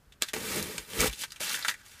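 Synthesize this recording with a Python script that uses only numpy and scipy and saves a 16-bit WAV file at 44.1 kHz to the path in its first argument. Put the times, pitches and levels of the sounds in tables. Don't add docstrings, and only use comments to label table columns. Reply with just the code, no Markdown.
import sys
import numpy as np
from scipy import signal
from scipy.io import wavfile
from scipy.ndimage import uniform_filter1d

SR = 44100
rng = np.random.default_rng(int(sys.argv[2]) if len(sys.argv) > 2 else 0)


def materialize(psi):
    bounded = np.clip(np.atleast_2d(psi).T, -1, 1)
    quanta = np.round(bounded * 32767).astype(np.int16)
    wavfile.write(sys.argv[1], SR, quanta)


def boost_factor(decibels):
    exponent = np.asarray(decibels, float) / 20
    return 10 ** exponent


N = 88200

# (frequency [Hz], width [Hz], level [dB])
PANEL_MODES = [(94, 21, -12), (158, 61, -11), (196.7, 29.5, 2), (253.3, 43, -3.5), (348, 61, -4),
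               (411.8, 48, 5.5), (590, 84, -6.5), (1270, 60, -24)]


def peel():
    # (time [s], effort [dB], panel coupling [dB])
    pulls = [
        [(.3335, -31, -25), (.35, -38.5, -5), (.40, -40.5, 1.5), (.46, -36, -6), (.59, -33, 1),
         (.62, -39, -1.5), (.70, -42, -1.5), (.77, -42.5, -7), (.86, -52.5, -11)],
        [(.86, -52.5, -9), (.93, -41.5, -7), (.985, -33.5, -2), (1.015, -26.5, -5.5), (1.045, -31, 4),
         (1.078, -26.5, -12), (1.09, -46, -1), (1.11, -56, -2), (1.14, -62, 6)],
    ]
    # (frequency [Hz], level [dB per Hz])
    tape_spectrum = [(290, -30.5), (500, -6.5), (647, -14.5), (874, -8.5), (1040, -7), (2090, -3),
                     (5700, -8.5), (10400, -9), (15300, -13.5)]
    gain, coupling_db = control(pulls)
    slips = clicks(per_s=11000, spread_db=4.5, clump_db=0.64, clump_s=0.005)
    hiss = evened(colour(slips, tape_spectrum))
    drum = panel(clicks(per_s=3500, spread_db=2.1, clump_db=1.2, clump_s=0.022), PANEL_MODES)
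    drum = evened(signal.sosfilt(signal.butter(N=2, Wn=410, fs=SR, output="sos"), drum))
    return gain * (hiss + boost_factor(coupling_db) * drum)


def crumple():
    # (time [s], effort [dB], dullness [0-1])
    crushes = [
        [(.196, -76, 0.1), (.208, -69, 0.2), (.212, -51, 1), (.22, -56, 0.4)],
        [(.245, -55, .1), (.27, -49.5, 0.3), (.30, -57, 0.2), (.331, -79, 0.1)],
        [(1.11, -46, 0.5), (1.14, -45.5, 0), (1.17, -50, 0.23), (1.195, -39, 0.06), (1.225, -36, 0),
         (1.245, -39, 1), (1.265, -59, 0), (1.30, -61, 0.5)],
        [(1.30, -55.5, 0.2), (1.397, -60, 0.97), (1.40, -43, 0.3), (1.407, -33, 0.24), (1.48, -35, 0.43),
         (1.55, -34, 0.11), (1.58, -39.5, 0.52), (1.64, -45, 0.95)],
        [(1.64, -43, 0.7), (1.675, -41, 0.06), (1.695, -30, 0.15), (1.725, -47.5, 0.53), (1.76, -58, 0.8),
         (1.82, -56, 1)],
        [(1.82, -62, 1), (1.87, -54.5, 0.2), (1.93, -52.5, 0.43), (1.97, -56.5, 0.67), (2.0, -52, 0.5)],
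    ]
    # (frequency [Hz], level [dB per Hz])
    open_hand = [(290, -59), (500, -41), (1870, -22.5), (2060, -8.5), (2910, -1.5), (3820, -4), (10900, -7),
                 (15300, -14.5)]
    # (frequency [Hz], level [dB per Hz])
    closed_fist = [(290, -55), (500, -9), (611, -9), (1110, -4.5), (1420, 1.5), (3550, -3.5), (7370, -6.5),
                   (15300, -16)]
    fist_hz, fist_width_hz, fist_db, rustle_db = 1550, 310, -6.5, -20
    gain, dull = control(crushes)
    dull = np.clip(dull, 0, 1)
    creases = clicks(per_s=5000, spread_db=2.5, clump_db=1.9, clump_s=0.0022)
    bright_part = np.sqrt(1 - dull) * evened(colour(creases, open_hand))
    dull_part = np.sqrt(dull) * evened(colour(creases[::-1], closed_fist))
    pocket = evened(resonate_twice(creases, fist_hz, fist_width_hz))
    rustle = evened(panel(creases, PANEL_MODES[1:5]))
    return gain * (bright_part + dull_part + boost_factor(fist_db) * dull * pocket + boost_factor(rustle_db) * rustle)


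def snaps():
    # (time [s], peak [dB], pitch [Hz], ring t60 [s], knock [dB])
    snap_events = [(0.1216, -41.5, 3000, 0.06, -38), (0.2158, -29, 1610, 0.13, -18),
                   (0.2213, -8, 3560, 0.017, -23.5), (0.2293, -18, 4230, 0.048, -25),
                   (0.337, -14, 1750, 0.029, -13), (0.3647, -19, 1880, 0.023, -8.5),
                   (0.7815, -17.5, 3400, 0.03, -22.5), (0.9896, -20, 2320, 0.028, -44),
                   (0.9976, -19, 2130, 0.21, -14), (1.096, -22, 2420, 0.026, -28),
                   (1.4052, -28, 2010, 0.014, -10)]
    # (frequency [Hz], width [Hz], level [dB])
    knock_modes = [(232, 55, -3), (392, 81, 2.5), (617, 120, -4.5)]
    knock_lag_s = 0.00194
    out, knock = np.zeros(N + 9000), np.zeros(N)
    for s, db, hz, t60, knock_db in snap_events:
        out[round(s * SR):][:9000] += boost_factor(db - 5.5) * snap(hz, t60, ring_db=0, low_hz=800)
        knock[round((s + knock_lag_s) * SR)] += boost_factor(db + knock_db + 38.0)
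    contact = uniform_filter1d(knock, size=24, origin=-12)
    return out[:N] + panel(contact, knock_modes)


def cracks():
    # (time [s], peak [dB], pitch [Hz], ring t60 [s], ring strength [dB])
    crack_events = [(0.2804, -35, 3930, 0.059, 2), (0.2854, -24, 3160, 0.082, -6),
                    (1.1276, -23.5, 3300, 0.033, -2.5), (1.133, -24, 3800, 0.015, 7),
                    (1.215, -25, 4260, 0.073, -3), (1.2354, -15, 3160, 0.044, -5.5),
                    (1.28, -41, 4660, 0.055, -3), (1.305, -35, 4100, 0.021, 9),
                    (1.3198, -20.5, 4320, 0.024, -0.5), (1.3598, -29, 2540, 0.043, 0),
                    (1.4689, -24, 2670, 0.11, -14), (1.4945, -17.5, 4480, 0.02, 3),
                    (1.517, -24, 4100, 0.03, 0), (1.5431, -13.5, 1550, 0.028, 0.5),
                    (1.5473, -21, 1610, 0.015, 7), (1.5903, -29, 1730, 0.027, 7),
                    (1.6247, -28, 4200, 0.036, 10.5), (1.6474, -14.5, 1770, 0.038, 0.5),
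                    (1.6539, -23, 1400, 0.016, -9), (1.682, -6, 1830, 0.029, -16),
                    (1.689, -17.5, 1600, 0.039, 6.5), (1.7119, -19, 1900, 0.017, 2),
                    (1.7408, -26.5, 1810, 0.022, 8), (1.8616, -35, 2090, 0.063, -26)]
    out = np.zeros(N + 9000)
    for s, db, hz, t60, ring_db in crack_events:
        out[round(s * SR):][:9000] += boost_factor(db - 7.0) * snap(hz, t60, ring_db, low_hz=1100)
    return out[:N]


def snap(hz, t60, ring_db, low_hz):
    # (frequency [Hz], level [dB per Hz])
    snap_spectrum = [(290, 6), (500, -10.5), (994, -3), (1690, 8), (5080, -8.5), (6390, 3.5), (13300, -11),
                     (15300, -26)]
    tick_db, tick_t60_s, fray_db, fray_q, base_ring_db, ring_q = 4.5, 0.0043, -6, 0.43, -5, 2.8
    t = np.arange(9000) / SR
    noise = rng.standard_normal((3, 9000))
    rise = np.minimum(t / .0012, 1)
    fall = boost_factor(-60 * t / max(t60, .005)) * rise
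    tick = boost_factor(tick_db - 60 * t / tick_t60_s) * rise * noise[0]
    pitched = evened(resonate(noise[2], hz, hz / fray_q))
    fray = evened(colour(noise[2], snap_spectrum) + 1.5 * pitched)
    ring = evened(resonate_twice(noise[1], hz, hz / ring_q))
    body = fall * (boost_factor(fray_db) * fray + boost_factor(base_ring_db + ring_db) * ring)
    return above(colour(tick, snap_spectrum) + body, low_hz)


def ticks():
    # (time [s], peak [dB], pitch [Hz])
    tick_events = [(0.2219, -6.5, 5800), (0.561, -20, 9400), (.5827, -24, 7400), (0.6265, -17, 6850),
                   (0.7805, -19, 6150), (0.9014, -28.5, 7100), (1.0053, -9, 8500), (1.016, -15, 8060),
                   (1.036, -34, 8600), (1.446, -17.5, 7100), (1.563, -22.5, 7000), (1.592, -22.5, 10000)]
    q, t60_s, rise_s = .9, .005, 0.00036
    out, t = np.zeros(N + 9000), np.arange(2000) / SR
    for s, db, hz in tick_events:
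        noise = resonate_twice(rng.standard_normal(len(t)), hz, hz / q)
        burst = evened(above(noise, hz / 2))
        envelope = boost_factor(db - 1.0 - 60 * t / t60_s) * np.minimum(t / rise_s, 1)
        out[round(s * SR):][:len(t)] += envelope * burst
    return out[:N]


def pops():
    # (time [s], peak [dB], pitch [Hz], t60 [s])
    pop_events = [(0.286, -25.5, 3900, .008), (0.2888, -34, 3020, 0.0097), (0.3378, -32, 1870, .012),
                  (0.364, -24, 593, 0.011), (0.2216, -20.5, 1640, 0.0089), (0.3661, -27, 3640, 0.004),
                  (.56, -29, 406, 0.032), (.579, -34, 426, 0.044), (0.7812, -21, 2420, .008),
                  (0.9342, -23.5, 3180, 0.0093), (0.9909, -16, 2650, 0.0043), (0.9983, -20, 2330, 0.011),
                  (1.0145, -19.5, 2390, 0.0073), (1.0274, -22.5, 1240, 0.017), (1.0352, -19, 1400, 0.012),
                  (1.043, -22, 410, .04), (1.058, -25.5, 796, .02), (1.0735, -33, 5500, 0.0051),
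                  (1.1857, -43, 4460, 0.0059), (1.236, -36, 940, 0.014), (1.2369, -30, 1720, 0.0075),
                  (1.411, -30.5, 626, 0.026), (1.4255, -34, 2600, 0.0082), (1.436, -28, 2750, .01),
                  (1.4809, -22, 4300, 0.0071), (1.5022, -27, 1500, 0.025), (1.5072, -28, 1550, 0.02),
                  (1.5278, -28, 2700, 0.008), (1.519, -21, 4200, .005), (1.5435, -20, 3400, 0.013),
                  (1.552, -21, 6500, 0.0068), (1.572, -29, 2080, 0.011), (1.574, -27.5, 1700, 0.016),
                  (1.609, -33, 2120, .015), (1.6486, -19, 1390, 0.014), (1.6531, -19.5, 1550, 0.015),
                  (1.66, -25, 1700, 0.0084), (1.685, -10.5, 2900, 0.0028), (1.6835, -23, 1520, 0.011),
                  (1.686, -12.5, 4530, 0.0046), (1.69, -23, 1820, .01), (1.692, -22, 3640, 0.0062),
                  (1.6991, -33, 1990, 0.011), (1.702, -29, 1410, 0.014), (1.7063, -38, 2500, 0.0054),
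                  (1.7195, -28, 2020, 0.0087)]
    out, t = np.zeros(N + 2000), np.arange(2000) / SR
    for s, db, hz, t60 in pop_events:
        decay_s = np.clip(t60, .003, 18 / hz)
        mode = boost_factor(db - 60 * t / decay_s) * np.sin(2 * np.pi * hz * t)
        out[round(s * SR):][:len(t)] += above(mode, hz / 2)
    return out[:N]


def bumps():
    # (time [s], level [dB], pitch [Hz], t60 [s])
    thuds = [
        (0.071, -55, 45.7, 0.11),
        (0.338, -47.5, 54.6, 0.056),
        (.41, -66, 50.5, 0.076),
        (0.61, -41, 80, 0.064),
        (0.786, -46, 47.5, .1),
        (0.99, -29.5, 50.3, 0.094),
        (0.999, -32, 124, 0.058),
        (1.079, -32.5, 50, 0.11),
        (1.09, -44.5, 124, 0.074),
    ]
    drop, drop_s, rise_s = .9, .006, 0.0034
    out, t = np.zeros(N + 13000), np.arange(13000) / SR
    for s, db, hz, t60 in thuds:
        turns = np.cumsum(hz * (1 + drop * np.exp(-t / drop_s))) / SR
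        envelope = boost_factor(db - 60 * (t / t60) ** 2) * np.minimum(t / rise_s, 1)
        out[round(s * SR):][:13000] += envelope * np.sin(2 * np.pi * turns)
    return out[:N]


def cabin(x):
    t60_s = .085
    t = np.arange(9000) / SR
    noise = rng.standard_normal(9000) * (rng.random(9000) < .1)
    low = signal.lfilter([.35], [1, -.65], noise)
    low_tail = low * boost_factor(-60 * t / t60_s)
    high_tail = 1.07 * (noise - low) * boost_factor(-90 * t / t60_s)
    tail = (low_tail + high_tail) * (t > .002)
    return signal.oaconvolve(x, tail / np.linalg.norm(tail))[:N]


def cabin_air():
    # (frequency [Hz], level [dB per Hz])
    air_spectrum = [(12, -23), (20, 5.5), (132, -1), (322, -11.5), (402, -11.5), (741, -16.5), (1570, -16),
                    (2310, -22.5), (15300, -30)]
    noise = colour(rng.standard_normal(N + 2048), air_spectrum)
    return boost_factor(-63) * evened(above(noise, 31)[2048:])


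def control(tables):
    t, gain, other = np.arange(N) / SR, np.zeros(N), np.zeros(N)
    for table in tables:
        s, db, c = np.transpose(table)
        on = (t >= s[0]) & (t < s[-1])
        gain = gain + on * boost_factor(np.interp(t, s, db))
        other = np.where(on, np.interp(t, s, c), other)
    return uniform_filter1d(gain, size=60), other


def clicks(per_s, spread_db, clump_db, clump_s):
    when, size, sign, clump = rng.random((N, 4)).T
    clump = evened(uniform_filter1d(clump - .5, max(2, round(clump_s * SR))))
    level_db = -spread_db * np.log(size + 0.026) + clump_db * clump
    return evened((when < per_s / SR) * boost_factor(level_db) * np.sign(sign - .5))


def panel(x, modes):
    return sum(boost_factor(db) * resonate(x, hz, width) for hz, width, db in modes)


def resonate(x, hz, width):
    r = np.exp(-np.pi * width / SR)
    return 2 * signal.lfilter([1 - r], [1, -r * np.exp(2j * np.pi * hz / SR)], x).real


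def resonate_twice(x, hz, width):
    return resonate(resonate(x, hz, width), hz, width)


def colour(x, points):
    f, db = np.transpose(points)
    hz = np.abs(np.fft.fftfreq(4096, 1 / SR)) + 1
    skirt_db = 20 * np.maximum(np.log2(f[0] / hz), 0)
    log = np.log(boost_factor(np.interp(np.log(hz), np.log(f), db) - skirt_db))
    taps = np.fft.ifft(np.exp(log - 1j * signal.hilbert(log).imag)).real[:2048]
    return signal.oaconvolve(x, taps / np.linalg.norm(taps))[:len(x)]


def above(x, hz):
    return signal.sosfilt(signal.butter(N=3, Wn=hz, btype="high", fs=SR, output="sos"), x)


def evened(x):
    return x / np.sqrt(np.mean(x ** 2) + 1e-20)


def scene():
    near = peel() + crumple() + snaps() + cracks() + ticks() + pops()
    tail = boost_factor(-6) * cabin(above(near, 333))
    return np.tile(boost_factor(-1.0) * (near + tail) + bumps() + cabin_air(), (2, 1))


def roll_off(x):
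    return signal.sosfilt(signal.butter(12, 16530, fs=SR, output="sos"), x)


def record(dry):
    edge_hz, leak_db = 15250, -46
    low_pass = signal.firwin(401, edge_hz, window=("kaiser", 3.5), fs=SR)
    limited = signal.oaconvolve(dry, low_pass[None], "same")
    return roll_off(limited + boost_factor(leak_db) * dry)


dry = scene()
out = record(dry)
materialize(out)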